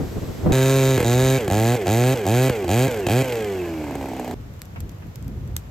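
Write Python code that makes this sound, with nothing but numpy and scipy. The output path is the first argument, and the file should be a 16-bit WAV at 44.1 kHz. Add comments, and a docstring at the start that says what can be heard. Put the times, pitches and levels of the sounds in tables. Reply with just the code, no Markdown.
"""Wind buffets the microphone on a grassy river bank. At 0.5 s a two-stroke chainsaw cuts in at full
throttle: firings boom in the muffler and crack at its outlet. Six blips follow; between them the engine
pumps air, with a few stray pops, while the chain rattles on. From 3.2 s it sinks towards idle and putts.
At 4.3 s the scene changes abruptly to a wood fire in a breeze: sap pockets snap and sticks settle."""
import sys
import numpy as np
from scipy import signal
from scipy.fft import rfft, irfft, next_fast_len
from scipy.io import wavfile

SR = 44100
rng = np.random.default_rng(int(sys.argv[2]) if len(sys.argv) > 2 else 0)


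def store_pcm(level_fs):
    """Save levels as 16-bit WAV."""
    pcm = np.round(np.clip(level_fs, -1, 1) * 32767).astype(np.int16)
    wavfile.write(sys.argv[1], SR, np.atleast_2d(pcm).T)


N = 251546
T = np.arange(N) / SR
SAW_START_S, SAW_END_S = 0.52, 4.342
IDLE_HZ, FINAL_HZ = 52.63, 60.35  # crank speed: sunk towards, reached at SAW_END_S

# Table levels are relative.
# Wind gusts. Each row: time in seconds, peak in dB, half length in seconds.
WIND_GUSTS = [(0, -21.5, 0.032), (0.174, -25, 0.014), (0.227, -20.5, 0.014), (0.301, -23, 0.023),
              (0.47, -12.5, 0.028), (0.513, -14.5, 0.0096), (1.18, -30, 0.17), (1.529, -29, 0.083),
              (2.9, -40, 0.29), (3.941, -38, 0.2), (5.063, -32, 0.043)]
# Wind and water spectra. Each row: frequency in Hz, level in dB.
BREEZE_SPECTRUM = [(20, -67), (45, -3.5), (85, 2), (150, -5), (250, -14.5), (450, -25), (1000, -52),
                   (3000, -87)]
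EDDY_SPECTRUM = [(60, -1.5), (180, 1.5), (400, -4), (600, -10), (1000, -22.5), (2000, -36), (5000, -55)]
RIVER_SPECTRUM = [(530, -11.5), (900, -8.5), (1800, -12.5), (4000, -17), (8230, -19.5), (10100, -43),
                  (10800, -26), (12700, -17.5), (15000, -32)]

# Throttle bursts. Each row: opening and closing time in seconds, crank speed at each in Hz,
# surge above a steady climb in Hz, bark in dB, whistle in dB.
THROTTLE = [(0.522, 0.969, 130.8, 130.5, 2, 4, 8), (1.046, 1.378, 114.7, 133.3, 4, 7.5, 8),
            (1.501, 1.754, 87.07, 126.8, -4, 10, 2), (1.869, 2.14, 85.4, 134.5, 1.5, 9.5, 3.5),
            (2.266, 2.488, 90.8, 133.6, 5.5, 9.5, 1.5), (2.692, 2.871, 83.26, 137.5, 1, 9.5, 1.5),
            (3.086, 3.226, 85.37, 134.3, 5.5, 9, -1)]
# Brief changes of chain load. Each row: time in seconds, speed lift in Hz, half length in seconds.
LOAD_CHANGES = [(0.602, -1, 0.0368), (0.742, 2, 0.068), (0.892, 2.17, 0.023), (1.23, 1.7, 0.043)]
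# Lone firings among misfires. Each row: time in seconds, strength in dB.
LONE_FIRINGS = [(0.978, 1), (1.003, 1), (1.028, -2.5), (1.479, -4), (1.860, -10.5), (2.254, -11),
                (2.497, 1.5), (2.644, -10.5), (2.68, -11), (2.880, -6), (3.068, -1.5)]
# Muffler boom and gas crack spectra. Each row: frequency in Hz, level in dB.
MUFFLER_SPECTRUM = [(20, -48), (45, -27), (85, 1.5), (125, 6), (175, -0.5), (265, -2), (400, 4), (540, 2.5),
                    (670, -24.5), (820, -8), (930, -8.5), (1060, -20.5), (1500, -23), (4000, -100)]
CRACK_SPECTRUM = [(400, 11), (1000, -2), (1700, 5), (2400, 6), (3100, -2), (3450, -8), (3900, 2),
                  (4400, 1.5), (5100, -9), (5750, -10), (6500, 5), (8500, 2), (10000, -13), (12000, 7),
                  (14500, -5), (16000, -11)]
# Resonances. Each row: frequency in Hz, width in Hz, level in dB.
OUTLET_MODES = [(713, 276, -7)]
HOUSING_MODES = [(2480, 150, 8.5), (3158, 48, 10.5), (3867, 54, 3.5), (4190, 58, -9.5), (4520, 53, -1.5),
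                 (5020, 43, -24), (6610, 260, -4), (7670, 90, -2)]
SHELL_MODES = [(1086, 26, 12.5), (1161, 104, 8.5), (1308, 75, 12), (1648, 57, 14.5), (1697, 49, 6),
               (1974, 50, 7.5), (2266, 106, 9), (2840, 28, 7)]  # metal housing around the engine
SLOT_MODES = [(3777, 234, 0), (6850, 920, -3)]
CYLINDER_MODES = [(1700, 270, -21), (2580, 410, 14), (3250, 200, 6)]
# Housing clack, growing over the blips. Each row: time in seconds, level in dB.
CLACK_RISE = [(1.0, 1), (1.6, 2), (2.3, 5), (3.2, 9)]
# Cylinder knocks. Each row: time in seconds, level in dB.
FUEL_KNOCKS = [(0.524, -8), (1.48, -12), (1.872, -8), (2.266, -5), (2.692, -8), (3.067, -3), (3.089, -4)]
# Tones locked to the crank. Each row: multiple of crank speed, level in dB.
PUMP_ORDERS = [(1, -10), (2, -12), (3, -15), (4, 0), (5, -10), (6, -20), (7, -14), (8, -21), (9, -28),
               (10, -27), (12, -29)]  # air through the unfired engine
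WHINE_ORDERS = [(12, 11), (13, 5.5), (15, 7.5), (17, 4.5), (18, 6.5), (20, 5.5), (23, 4), (27, -8),
                (29, 1.5), (30, -1.5), (33, -1.5), (35, -1)]  # fan, sprocket, chain links
# Spectra of chain and casing, and of an exhaust port puff. Each row: frequency in Hz, level in dB.
CASING_SPECTRUM = [(100, 1.5), (400, 14.5), (800, 7.5), (1200, -13.5), (1600, 1.5), (1850, -3), (2100, 3.5),
                   (2500, 4), (2950, 0.5), (3250, 1), (3650, -7.5), (4600, -5), (5500, -9), (6500, -4),
                   (8000, -4), (10000, -21.5), (12000, -1.5), (16000, -22)]
PUFF_SPECTRUM = [(50, -25), (170, -6), (260, -7), (340, -8), (480, 1), (720, -1), (850, -5), (1150, -8),
                 (1350, -21), (4000, -40)]
# Putts near idle. Each row: time in seconds, peak in dB, accompanying weak firing in dB.
IDLE_PUTTS = [(3.842, -27, -19), (3.869, -26, -23), (3.883, -26, -23), (3.897, -29, -24), (3.91, -24, -15),
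              (3.941, -28, -24), (3.954, -29, -8.5), (4.012, -23, -13), (4.027, -28, -15),
              (4.042, -22, -18), (4.058, -26, -15), (4.087, -27, -15), (4.118, -28, -24), (4.135, -22, -16),
              (4.166, -28, -16), (4.197, -22, -10), (4.246, -23, -14), (4.278, -23.5, -10.5),
              (4.3117, -23, -11)]

# Fire spectra. Each row: frequency in Hz, level in dB.
HEARTH_SPECTRUM = [(100, -10.5), (500, 7), (1000, 0), (2500, -7.5), (4500, -14), (7000, -14.5),
                   (10000, -26.5), (13000, -13), (16000, -29)]
SNAP_SPECTRUM = [(300, -17), (1200, -3), (2700, -1.5), (5000, -2), (8000, 2), (10000, -10), (12500, 4.5),
                 (16000, -14)]
STICK_SPECTRUM = [(200, -6), (700, 10), (1400, 3), (2700, 0), (4000, -19), (16000, -30)]
# Bursting sap pockets. Each row: time in seconds, level in dB, decay in ms, ring in Hz.
SAP_SNAPS = [(4.594, -44, .6, 12000), (4.6183, -26.5, 0.39, 4460), (4.655, -43, .7, 6000),
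             (4.8043, -36.5, 2.6, 6500), (4.894, -40.5, 1.2, 6500), (4.917, -50, .7, 12000),
             (5.069, -51, .7, 12000), (5.1575, -36, 1.7, 6400), (5.226, -44, .8, 8000),
             (5.2805, -40.5, 0.79, 8000), (5.4765, -49, 0.76, 7460), (5.5654, -15, 0.83, 7900)]
# Settling sticks. Each row: time in seconds, level in dB.
STICK_SETTLES = [(4.759, -34.5), (5.022, -43)]


def undb(db):
    """Decibels to gain."""
    return 10 ** (np.asarray(db) / 20)


def unit(x):
    """Scale to unit rms."""
    return x / np.sqrt(np.mean(x ** 2))


def between(start_s, end_s, fade_s):
    """Gate with linear ramps."""
    return np.clip((T - start_s) / fade_s, 0, 1) * np.clip((end_s - T) / fade_s, 0, 1)


def bell(at_s, half_s):
    """Gaussian envelope, 1/e at half_s from its peak."""
    return np.exp(-((T - at_s) / half_s) ** 2)


def ring(x, response):
    """Convolve with an impulse response."""
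    return signal.oaconvolve(np.atleast_2d(x), np.atleast_2d(response), axes=-1)[:, :N]


def bin_gains(spectrum, size):
    """Gain per FFT bin from (Hz, dB) points."""
    hz, db = np.transpose(spectrum)
    return undb(np.interp(np.log(np.arange(size // 2 + 1) * SR / size + 1), np.log(hz), db))


def colour(x, spectrum, size=4096):
    """Minimum-phase filter of unit energy."""
    cepstrum = irfft(np.log(bin_gains(spectrum, size)))[:size // 2]
    cepstrum[1:] *= 2
    response = irfft(np.exp(rfft(cepstrum, size)))
    return ring(x, response / np.linalg.norm(response))


def noise(side_db):
    """Stereo white noise; side_db sets the width."""
    mid, side = rng.standard_normal((2, N))
    return unit(mid + undb(side_db) * np.array([side, -side]))


def walk(rate_hz):
    """Random drift, spread near one."""
    knots = rng.standard_normal(2048)
    return np.interp(T * rate_hz, np.arange(len(knots)), knots)


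def clicks(times_s, sizes, half_taps=8):
    """Band-limited impulses at exact times."""
    at = np.asarray(times_s)[:, None] * SR
    taps = at.astype(int) + np.arange(1 - half_taps, half_taps + 1)
    shape = np.sinc(taps - at) * np.sinc((taps - at) / half_taps)
    return np.bincount(np.clip(taps, 0, N - 1).ravel(), (shape * sizes[:, None]).ravel(), N)


def decay(times_s, sizes, ms):
    """Envelope: a jump at each time, then exponential decay."""
    return signal.lfilter([1], [1, -np.exp(-1000 / (ms * SR))], clicks(times_s, sizes))


def strike(x, modes, wave=np.cos, polarity=1):
    """Damped modes of unit total energy; by default all start at their peak, as under a sharp blow."""
    age_s = T[:2048]
    response = 0
    for k, (hz, width_hz, db) in enumerate(modes):
        envelope = undb(db) * width_hz * np.exp(-np.pi * width_hz * age_s)
        response += polarity ** k * envelope * wave(2 * np.pi * hz * age_s)
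    return ring(x, response / np.linalg.norm(response))


def resonate_twice(x, modes):
    """Two passes through damped sine modes of alternating sign."""
    once = strike(x, modes, np.sin, polarity=-1)
    return strike(once, modes, np.sin, polarity=-1)


def wind(on_bank, bank_db=-30, saw_db=-44, fire_db=-36.5, unrest_db=3.5):
    """Breeze and gusts rumble on the microphone; eddies roughen them on the open bank."""
    breeze = colour(noise(side_db=-15.5), BREEZE_SPECTRUM)
    eddies = colour(noise(side_db=-4), EDDY_SPECTRUM) * undb(4.1 * walk(62.1))
    steady_db = np.select([T < SAW_START_S, T < SAW_END_S], [bank_db, saw_db], fire_db)
    gust_power = sum((undb(db) * bell(s, half_s)) ** 2 for s, db, half_s in WIND_GUSTS)
    level = np.sqrt(undb(steady_db + unrest_db * walk(8.7)) ** 2 + gust_power)
    return level * (breeze * (1 - 0.39 * on_bank) + eddies * on_bank)


def river(on_bank, by_saw_db=-45, bank_lift_db=1.5):
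    """Steady hiss of water, fainter by the saw."""
    hiss = colour(noise(side_db=-3.5), RIVER_SPECTRUM)
    return undb(by_saw_db + bank_lift_db * on_bank) * hiss * between(-1, SAW_END_S, 0.0016)


def crank_speed_hz(clutch_hz=106.4, pickup_s=0.03):
    """Free pickup until the clutch drags the chain, a climb under load, then a fall towards idle."""
    hz = np.full(N, float(THROTTLE[0][2]))
    following = [(start, low) for start, _, low, *_ in THROTTLE[1:]] + [(SAW_END_S, FINAL_HZ)]
    for (start_s, end_s, low_hz, top_hz, surge_hz, *_), (next_s, next_hz) in zip(THROTTLE, following):
        engaged_hz = max(low_hz, clutch_hz)
        up = np.clip((T - start_s) / (end_s - start_s), 0, 1)
        down = np.clip((T - end_s) / (next_s - end_s), 0, 1)
        lag_hz = (engaged_hz - low_hz) * np.exp(-np.maximum(T - start_s, 0) / pickup_s)
        climb_hz = engaged_hz + (top_hz - engaged_hz) * up + surge_hz * (1 - (2 * up - 1) ** 2) - lag_hz
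        fall_hz = IDLE_HZ + (top_hz - IDLE_HZ) * ((next_hz - IDLE_HZ) / (top_hz - IDLE_HZ)) ** down
        hz = np.select([T < start_s, T < end_s], [hz, climb_hz], fall_hz)
    return hz + sum(lift_hz * bell(s, half_s) for s, lift_hz, half_s in LOAD_CHANGES)


def crank_turns(hz, hunting=0.00245):
    """Turn count: hunts under changing load, lurches near idle so each putt lands on a whole turn."""
    turns = np.cumsum(hz * (1 + 0.0012 * walk(40) + hunting * walk(11))) / SR
    release_s = THROTTLE[-1][1]
    putts_s = [s for s, *_ in IDLE_PUTTS]
    lurch = np.unwrap(np.append(0, -np.interp(putts_s, T, turns) % 1), period=1)
    return turns + np.interp(T, [release_s] + putts_s, lurch)


def firings(hz, turns):
    """Lone pops, plus one firing a turn under throttle: seconds and boom, bark, crack, whistle in dB."""
    s, db = np.transpose(LONE_FIRINGS)
    rows = [np.column_stack([s, db + 2, 0.42 * db + 5, db + 1, db - 5])]
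    for start_s, end_s, *_, bark_db, whistle_db in THROTTLE:
        first_turn, last_turn = np.interp([start_s, end_s], T, turns)
        s = np.interp(np.arange(first_turn, last_turn), turns, T)
        opening_db = -4 * np.exp((start_s - s) / 0.0021)
        shutting_db = -5 * np.exp((s - end_s) / 0.024)
        octaves_slow = np.log2(hz.max() / np.interp(s, T, hz))
        boom_db = -0.2 + opening_db + shutting_db - 2 * octaves_slow
        crack_db = -2.7 - np.exp((start_s - s) / 0.0016) + shutting_db
        rows.append(np.column_stack([s, boom_db, bark_db - 3.5 * octaves_slow, crack_db,
                                     whistle_db + shutting_db]))
    return np.vstack(rows).T


def muffler_boom(pushes, top_hz=838.6, delay_s=0.006246):
    """Lows are delayed more than highs, so each push becomes a falling boom."""
    size = next_fast_len(N + 4096)
    hz = np.minimum(np.arange(size // 2 + 1) * SR / size, top_hz)
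    gain = unit(bin_gains(MUFFLER_SPECTRUM, size))
    sweep = 1j * np.exp(-2j * np.pi * delay_s * (hz - hz * hz / (2 * top_hz)))
    return irfft(rfft(pushes, size) * gain * sweep, size)[:N]


def housing_rasp(times_s, force, ring_s=0.0031, rise_s=0.00024, size=1024):
    """Each crack takes the same short paths through the housing: treble buzz at engine pitch."""
    paths = noise(side_db=-12)[:, :size] * np.exp(-T[:size] / ring_s) * (1 - np.exp(-T[:size] / rise_s))
    return colour(ring(clicks(times_s, force), paths), CRACK_SPECTRUM)


def exhaust(hz, turns, growl_db=3, transfer_turns=0.098, transfer_share=0.54):
    """Each firing cracks, rings the metal, whistles and booms; slow firings come unevenly and growl."""
    s, boom_db, bark_db, crack_db, whistle_db = firings(hz, turns)
    time_dev, push_dev, shell_dev, crack_dev, whistle_dev = rng.standard_normal((1024, 5))[:len(s)].T
    speed_hz = np.interp(s, T, hz)
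    labour = np.clip(1 - speed_hz / hz.max(), 0, 0.4)
    s = s + (8e-6 + 0.001 * labour ** 2) * time_dev
    uneven_db = (growl_db * labour - 0.5) * push_dev

    def pushes(db):
        """The exhaust port opens; the transfer ports follow with a weaker push."""
        size = undb(db + uneven_db)
        return clicks(s, size) + transfer_share * clicks(s + transfer_turns / speed_hz, size)

    boom = muffler_boom(pushes(boom_db))
    bark = resonate_twice(pushes(bark_db), OUTLET_MODES)
    clack_gain = undb(np.interp(T, *np.transpose(CLACK_RISE)))
    clack = clack_gain * strike(clicks(s, undb(crack_db + 1.3 * crack_dev)), HOUSING_MODES)
    shell = strike(clicks(s, undb(crack_db + 2.3 * shell_dev)), SHELL_MODES)
    force, blow = undb(np.array([crack_db, whistle_db]) + 1.44 * crack_dev)
    jet = decay(s, force, ms=1) - decay(s, force, ms=0.31) + undb(-3) * decay(s, force, ms=6.9)
    crack = colour(noise(side_db=-38) * jet, CRACK_SPECTRUM)
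    breath = clicks(s + 12e-6 * whistle_dev, blow)
    breath = breath + undb(-25) * noise(side_db=-6) * decay(s, blow, ms=0.7)
    whistle = resonate_twice(breath, SLOT_MODES)
    metal = undb(-4.5) * shell + undb(-13) * clack
    gas = undb(-23) * whistle + undb(-25) * crack + undb(-25.5) * housing_rasp(s, force)
    return undb(10.5) * boom + undb(-19) * bark + metal + gas


def knocking():
    """Fuel gathered while coasting lights and knocks on the cylinder."""
    s, db = np.transpose(FUEL_KNOCKS)
    return strike(clicks(s, undb(db)), CYLINDER_MODES)


def crank_tones(turns, orders, waver_db, slack_cycles=0):
    """Tones at multiples of crank speed, wavering in level and, with slack, in phase."""
    tones = 0
    for k, db in orders:
        level = undb(db + waver_db * walk(35))
        tones += level * np.sin(2 * np.pi * (k * turns + slack_cycles * walk(110)) + k * k)
    return unit(tones)


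def chain_rattle(turns, turn_pulse, slowness, slap_count=1100, dull_hz=2800):
    """Slack links slap the bar at random: denser at speed, duller when slow."""
    hiss = noise(side_db=-40)
    place, softness = rng.random((slap_count, 2)).T
    slaps_s = np.interp(place * turns[-1], turns, T)
    slaps = 0.25 + decay(slaps_s, undb(-15 * softness), ms=2)
    bright = unit(colour(hiss * slaps * (1 + 0.52 * turn_pulse), CASING_SPECTRUM))
    dull = signal.sosfilt(signal.butter(2, dull_hz, fs=SR, output="sos"), bright)
    return bright + slowness * (dull - bright)


def cylinder_swoop(hz, turns, base_hz=216, swing_hz=752, crest_turns=0.108, dip=0.79, waver_db=7):
    """Cylinder air rings once a turn; its pitch shoots up and falls back as the piston squeezes it."""
    offset_turns = (turns + 0.5) % 1 - 0.5
    from_crest = offset_turns / crest_turns
    cycles = (base_hz * offset_turns + swing_hz * crest_turns * np.arctan(from_crest)) / hz
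    swell = np.sqrt(np.abs(np.cos(np.pi * offset_turns))) * (1 - dip / (1 + from_crest ** 2))
    return unit(np.cos(2 * np.pi * cycles) * swell * undb(waver_db * walk(70)))


def chain_and_pumping(hz, turns, loping_hz=118, chain_db_per_octave=6):
    """Chain and casing whine and rattle; throttle shut, the piston pumps a tone, then separate puffs."""
    slowness = np.clip((loping_hz - hz) / (loping_hz - FINAL_HZ), 0, 1)
    shut = 1 - sum(between(start_s, end_s + 0.017, 0.027) for start_s, end_s, *_ in THROTTLE)

    def gain(fast_db, slow_db, bend=1):
        return undb(fast_db + (slow_db - fast_db) * slowness ** bend)

    pump = crank_tones(turns, PUMP_ORDERS, waver_db=0.9)
    whine = crank_tones(turns, WHINE_ORDERS, waver_db=4, slack_cycles=0.3)
    whine = unit(colour(whine, CASING_SPECTRUM))
    turns_s = np.interp(np.arange(1, turns[-1]), turns, T)
    sizes = undb(1.2 * rng.standard_normal(1024)[:len(turns_s)])
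    puffs = unit(colour(clicks(turns_s, sizes), PUFF_SPECTRUM))
    rattle = chain_rattle(turns, decay(turns_s, sizes, ms=1), slowness)
    taut_gain = undb(-5 * (1 - shut))
    chain = gain(-31, -30) * taut_gain * rattle + gain(-34, -36) * whine
    swoop = cylinder_swoop(hz, turns)
    air = gain(-24, -35.5, bend=3) * pump + gain(-55, -37.5) * puffs + gain(-70, -32) * swoop
    return shut * air + undb(chain_db_per_octave * np.log2(hz / hz.max())) * chain


def idling(hz, putt_order=11.5, fall_hz_per_s=120000, half_s=0.0013, lead_s=0.00041):
    """Each putt is a falling pulse from the outlet; fuel catching adds a small crack, ring and boom."""
    putts = 0
    for s, db, _ in IDLE_PUTTS:
        cycles = (putt_order * hz - fall_hz_per_s * (T - s) / 2) * (T - s)
        putts += undb(db) * bell(s, half_s) * np.cos(2 * np.pi * cycles)
    s, _, firing_db = np.transpose(IDLE_PUTTS)
    force = undb(firing_db)
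    boom = muffler_boom(clicks(s - lead_s, force))
    crack = colour(noise(side_db=-20) * decay(s - lead_s, force, ms=3.7), CRACK_SPECTRUM)
    shell = strike(clicks(s, force), SHELL_MODES)
    return putts + undb(-6) * shell + undb(5) * boom + undb(-23) * crack


def chainsaw(scatter_db=-21, scatter_s=0.04, left_db=-1.46, right_lag_samples=1):
    """The whole saw, with faint scatter off ground, log and trees; it reaches the left side first."""
    hz = crank_speed_hz()
    turns = crank_turns(hz)
    direct = exhaust(hz, turns) + knocking() + chain_and_pumping(hz, turns) + idling(hz)
    age_s = T[:8192]
    echoes = rng.standard_normal((2, len(age_s))) * np.exp(-age_s / scatter_s)
    near = direct + undb(scatter_db) * ring(direct, echoes / np.linalg.norm(echoes[0]))
    taps = np.arange(16) - 6
    arrivals = np.array([undb(left_db) * np.sinc(taps), np.sinc(taps - right_lag_samples)])
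    return ring(near, arrivals) * between(SAW_START_S, SAW_END_S, 0.00065)


def fire_hiss(level_db=-49):
    """The hearth hisses, barely wavering."""
    hiss = colour(noise(side_db=0.5), HEARTH_SPECTRUM)
    return undb(level_db + 0.4 * walk(23)) * hiss * between(SAW_END_S - 0.01, T[-1] + 1, 0.0016)


def sap_snaps(tick_count=14, tick_db=-50, ring_s=0.00041, tail_db=-27):
    """Pockets of sap burst and ring briefly among faint ticks."""
    place, softness = rng.random((tick_count, 2)).T
    ticks_s = SAW_END_S + place * (T[-1] - SAW_END_S)
    envelope = decay(ticks_s, undb(tick_db - 10 * softness), ms=0.96)
    pockets = 0
    for s, db, ms, hz in SAP_SNAPS:
        envelope += decay([s], undb([db]), ms) + decay([s], undb([db + tail_db]), ms=16)
        age_s = np.maximum(T - s, 0)
        pockets += undb(db - 1) * np.exp(-age_s / ring_s) * np.sin(2 * np.pi * hz * age_s)
    return colour(undb(3.5) * noise(side_db=-1) * envelope, SNAP_SPECTRUM) + pockets


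def settling_sticks():
    """Sticks settle with a short rustle."""
    s, db = np.transpose(STICK_SETTLES)
    return colour(noise(side_db=4) * decay(s, undb(db), ms=17), STICK_SPECTRUM)


def scene():
    """Wind throughout; river and saw, then the fire."""
    saw = chainsaw()
    on_bank = between(-1, SAW_START_S + 0.04, 0.012)
    return wind(on_bank) + river(on_bank) + saw + fire_hiss() + sap_snaps() + settling_sticks()


def record(dry, ceiling=0.34, low_cut_hz=24, high_cut_hz=16000):
    """The microphone rounds the loudest peaks; filters cut the deepest rumble and the top."""
    rounded = ceiling * np.tanh(dry / ceiling)
    low_cut = signal.butter(2, low_cut_hz, "highpass", fs=SR, output="sos")
    high_cut = signal.ellip(8, 0.2, 70, high_cut_hz, fs=SR, output="sos")
    return signal.sosfilt(high_cut, signal.sosfilt(low_cut, rounded))


dry = scene()
out = record(dry)
store_pcm(out)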